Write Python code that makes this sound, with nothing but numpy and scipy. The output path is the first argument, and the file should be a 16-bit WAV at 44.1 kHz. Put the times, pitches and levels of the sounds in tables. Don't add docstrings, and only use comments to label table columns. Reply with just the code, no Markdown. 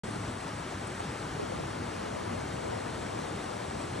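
import sys
import numpy as np
from scipy import signal
from scipy.fft import rfft, irfft
from scipy.io import wavfile
from scipy.ndimage import uniform_filter1d

SR = 44100
rng = np.random.default_rng(int(sys.argv[2]) if len(sys.argv) > 2 else 0)


def materialize(psi):
    bounded = np.clip(np.atleast_2d(psi).T, -1, 1)
    quanta = np.round(bounded * 32767).astype(np.int16)
    wavfile.write(sys.argv[1], SR, quanta)


N = 176400
TIME, FREQS = np.arange(N) / SR, np.fft.rfftfreq(N, 1 / SR)


def amp(db):
    return 10 ** (np.asarray(db) / 20)

def unit_rms(x):
    return x / np.sqrt(np.mean(x ** 2) + 1e-20)

def curve(points):
    hz, value = np.transpose(points)
    return np.interp(np.log(FREQS + 1), np.log(hz + 1), value)

def fader(points):
    return amp(np.interp(TIME, *np.transpose(points)))

def add(mix, start, sound):
    part = mix[:, round(start * SR):][:, :sound.shape[1]]
    part += sound[:, :part.shape[1]]

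def tinted(x, points):
    return irfft(rfft(x) * amp(curve(points)), N)

def drift(rate):
    lowpass = (FREQS > 0) * np.exp(-(FREQS / rate) ** 2)
    return unit_rms(irfft(rfft(rng.standard_normal(N)) * lowpass, N))

def wash(colour_db, likeness, left_lead, patchy_db=0, waver_db=0):
    frames = dict(nperseg=512, noverlap=384)
    cells = signal.stft(rng.standard_normal((2, N)), **frames)[2]
    patches = uniform_filter1d(rng.standard_normal(cells.shape[1:]), size=7, axis=0)
    patches = unit_rms(uniform_filter1d(patches, size=14, axis=1))
    left, other = rfft(signal.istft(cells * amp(patchy_db * patches), **frames)[1][:, :N])
    right = (likeness * left + np.sqrt(1 - likeness ** 2) * other) * np.exp(-1j * left_lead)
    ports = irfft(np.array([left, right]) * amp(colour_db), N)
    return unit_rms(ports * amp(waver_db * drift(6.8)))


# f/Hz, relative level/dB
RUMBLE_COLOUR = [(15, -35), (28, -32), (40, -19), (52, -7), (75, -5.5), (104, 0.5), (150, -3.5), (200, -4),
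                 (300, -7), (450, -13.5), (700, -45), (1500, -83)]
# t/s, level/dB
RUMBLE_LEVELS = [(0, -41.5), (.45, -40), (.9, -42), (1.1, -41), (1.3, -40.5), (1.55, -41.5), (1.82, -39.5),
                 (1.95, -41), (2.3, -39.5), (2.55, -40.5), (3, -41), (3.2, -39), (3.48, -43), (3.7, -41),
                 (4, -40)]

def rumble():
    noise = wash(curve(RUMBLE_COLOUR), likeness=.98, left_lead=0, patchy_db=1.2, waver_db=.8)
    return fader(RUMBLE_LEVELS) * noise


# f/Hz, relative level/dB
LEAF_COLOUR = [(60, -20), (150, -4), (250, 2.8), (380, 2.8), (600, .6), (800, -1.3), (1000, -2.5),
               (1300, -3), (1700, -3.6), (2100, -4.7), (2600, -7.4), (3200, -9), (4000, -11.4),
               (5200, -12.7), (6400, -14.6), (7200, -16.2), (9200, -17.3), (11000, -20), (12200, -24.5),
               (13000, -37), (15600, -55)]
# f/Hz, gain/dB
LEAF_LEFT_LIFT = [(230, 0), (450, 4), (650, 6.2), (870, 9), (1250, 7.2), (1500, 4), (1800, 1), (2100, 0)]
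# f/Hz, likeness/0-1
PORT_LIKENESS = [(200, .97), (350, .88), (450, .72), (600, .56), (850, .5), (1030, .3), (1200, .55),
                 (1450, .8), (1750, .91), (3600, .93), (4600, .82), (4900, .99), (5100, .82), (5500, .92),
                 (7000, .76), (10800, .76), (11800, .99), (12300, 1)]
# f/Hz, phase/rad
PORT_LEAD = [(150, 0), (330, .45), (450, .85), (600, 1.3), (900, 1.6), (1100, .85), (1400, .47),
             (2000, .42), (2580, 1.2), (3530, .2), (4050, .3), (4650, 1.3), (4900, 3.14), (5120, 5.7),
             (6200, 6.7), (7200, 7.5), (10200, 8.6), (11800, 9.425)]

def leaves():
    left, right = wash(curve(LEAF_COLOUR), curve(PORT_LIKENESS), curve(PORT_LEAD),
                       patchy_db=.82, waver_db=.22)
    return amp(-39.5) * unit_rms(np.array([tinted(left, LEAF_LEFT_LIFT), right]))


# t/s, level/dB
CHORUS_SWELLS = [(0, -55.5), (.4, -57.5), (.7, -57.5), (1, -55.5), (1.4, -60), (2.3, -58.5), (3.15, -57),
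                 (3.35, -57.5), (3.8, -55.5), (4, -54)]
INSECT_LEAD_RAD = 1.76

def insects(centre_hz=8000, skirt_hz=800, buzz_hz=106, throb_hz=6.9):
    resonance_db = -40 * np.log10(1 + ((FREQS - centre_hz) / skirt_hz) ** 2)
    band = wash(resonance_db, likeness=.78, left_lead=INSECT_LEAD_RAD, patchy_db=.5, waver_db=1)
    buzz = 1 + .2 * np.sin(2 * np.pi * np.cumsum(buzz_hz * (1 + .034 * drift(9.5))) / SR)
    throb = amp(.5 * np.sin(2 * np.pi * np.cumsum(throb_hz * (1 + .093 * drift(1.5))) / SR))
    return unit_rms(band * buzz * throb) * fader(CHORUS_SWELLS)


# t/s, length/s, starting f/Hz
NEAR_CHIRP = (.055, .125, 9000)

def chirp(length, hz, sag_hz_per_s=1800, wobble_hz=220):
    t = np.arange(0, length, 1 / SR)
    pitch = hz - sag_hz_per_s * t + wobble_hz * drift(200)[:len(t)]
    phase = 2 * np.pi * np.cumsum(pitch) / SR
    arch = np.sqrt(abs(np.sin(np.pi * t / length)))
    level = amp(-56 + 3 * drift(80)[:len(t)]) * arch
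    return level * np.sin([phase, phase - INSECT_LEAD_RAD])


# t/s, level before smoothing/dB, decay/s
FAINT_TICKS = [(.871, -44.5, 0.007), (1.0025, -47, .002), (3.44, -48, .003)]
# f/Hz, relative level/dB
TICK_TREBLE = [(3000, -40), (7500, -15), (8500, 0), (10000, -8), (12000, -18), (16000, -40)]

def ticks():
    level = sum(amp(db) * (TIME >= start) * np.exp(-abs(TIME - start) / decay)
                for start, db, decay in FAINT_TICKS)
    noise = wash(curve(TICK_TREBLE), curve(PORT_LIKENESS), curve(PORT_LEAD))
    return uniform_filter1d(level, size=48) * noise


# t/s, level/dB
RUB_STROKES = [(1.33, -77), (1.39, -38.5), (1.52, -39.5), (1.7, -42), (1.88, -43), (2.03, -40.5),
               (2.45, -42), (2.73, -37), (2.92, -44), (3.25, -41), (3.45, -42.5), (4, -39)]
# f/Hz, relative level/dB
FRICTION_COLOUR = [(60, -24), (160, -13), (280, -7), (420, -1), (580, 2.5), (700, -.5), (850, -8),
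                   (1100, -9.5), (1400, -15), (2200, -40), (5000, -100)]
# f/Hz, gain/dB
RUB_RIGHT_CUT = [(200, -2), (550, -3.5), (750, -7), (900, -15), (1300, -24)]
RUB_LEAD_RAD = 3.09

def rub():
    left, right = wash(curve(FRICTION_COLOUR), likeness=.92, left_lead=RUB_LEAD_RAD,
                       patchy_db=1.2, waver_db=1.4)
    return np.array([left, tinted(right, RUB_RIGHT_CUT)]) * fader(RUB_STROKES)


# t/s, level before roughness/dB
FINGER_SLIPS = [(1.42, -37), (1.543, -39), (1.596, -39), (1.787, -43), (2.053, -43), (2.162, -41),
                (2.203, -44), (2.268, -43), (2.304, -42), (2.378, -41), (2.757, -46), (2.85, -47),
                (2.887, -44), (2.973, -43), (3.005, -43), (3.032, -44)]

def slip(db, length=.026, from_hz=562, to_hz=120, rough_db=3):
    t = np.arange(0, length, 1 / SR)
    detune = np.exp(.15 * rng.standard_normal())
    pitch = detune * from_hz * (to_hz / from_hz) ** (t / length)
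    phase = 2 * np.pi * (np.cumsum(pitch) / SR + rng.random())
    level = amp(db + rough_db * drift(200)[:len(t)]) * np.sin(np.pi * t / length)
    return level * np.sin([phase + RUB_LEAD_RAD, phase])


# t/s, left peak level/dB, starting f/Hz, right gain/dB
FINGER_KNOCKS = [(.086, -31, 477, 6.5), (.1615, -32, 420, 2), (1.0038, -24, 940, 2.5),
                 (1.3975, -31.5, 516, 10.5), (1.4322, -27, 480, 1), (1.521, -25, 645, -8),
                 (1.5998, -29, 640, 1), (2.731, -24, 665, -6), (3.172, -28, 740, -2),
                 (3.1903, -25, 1000, -1), (3.495, -33, 990, 4), (3.5675, -29, 900, -4),
                 (3.7098, -28, 1100, 0)]

def knock(db, hz, right_db, rise_s=.0008, decay_cycles=1.6, pitch_halved_s=.015, lead_rad=2.72):
    t = np.arange(0, .03, 1 / SR)
    phase = 2 * np.pi * np.cumsum(hz / (1 + t / pitch_halved_s)) / SR
    level = (1 - np.exp(-(t / rise_s) ** 2)) * np.exp(-hz * t / decay_cycles)
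    port_gains = amp([[db], [db + right_db]])
    return level / level.max() * port_gains * np.sin([phase + lead_rad, phase])


def scene():
    mix = rumble() + leaves() + insects() + rub() + ticks()
    for source, rows in (chirp, [NEAR_CHIRP]), (knock, FINGER_KNOCKS), (slip, FINGER_SLIPS):
        for start, *settings in rows:
            add(mix, start, source(*settings))
    return mix

def record(dry, open_s=.0342, edge_hz=15750):
    opened = dry * np.clip((TIME - open_s) / .0022, 0, 1)
    lowpass = signal.firwin(511, edge_hz, window=("kaiser", 9), fs=SR)
    return signal.oaconvolve(opened, lowpass[None], "same")


dry = scene()
out = record(dry)
materialize(out)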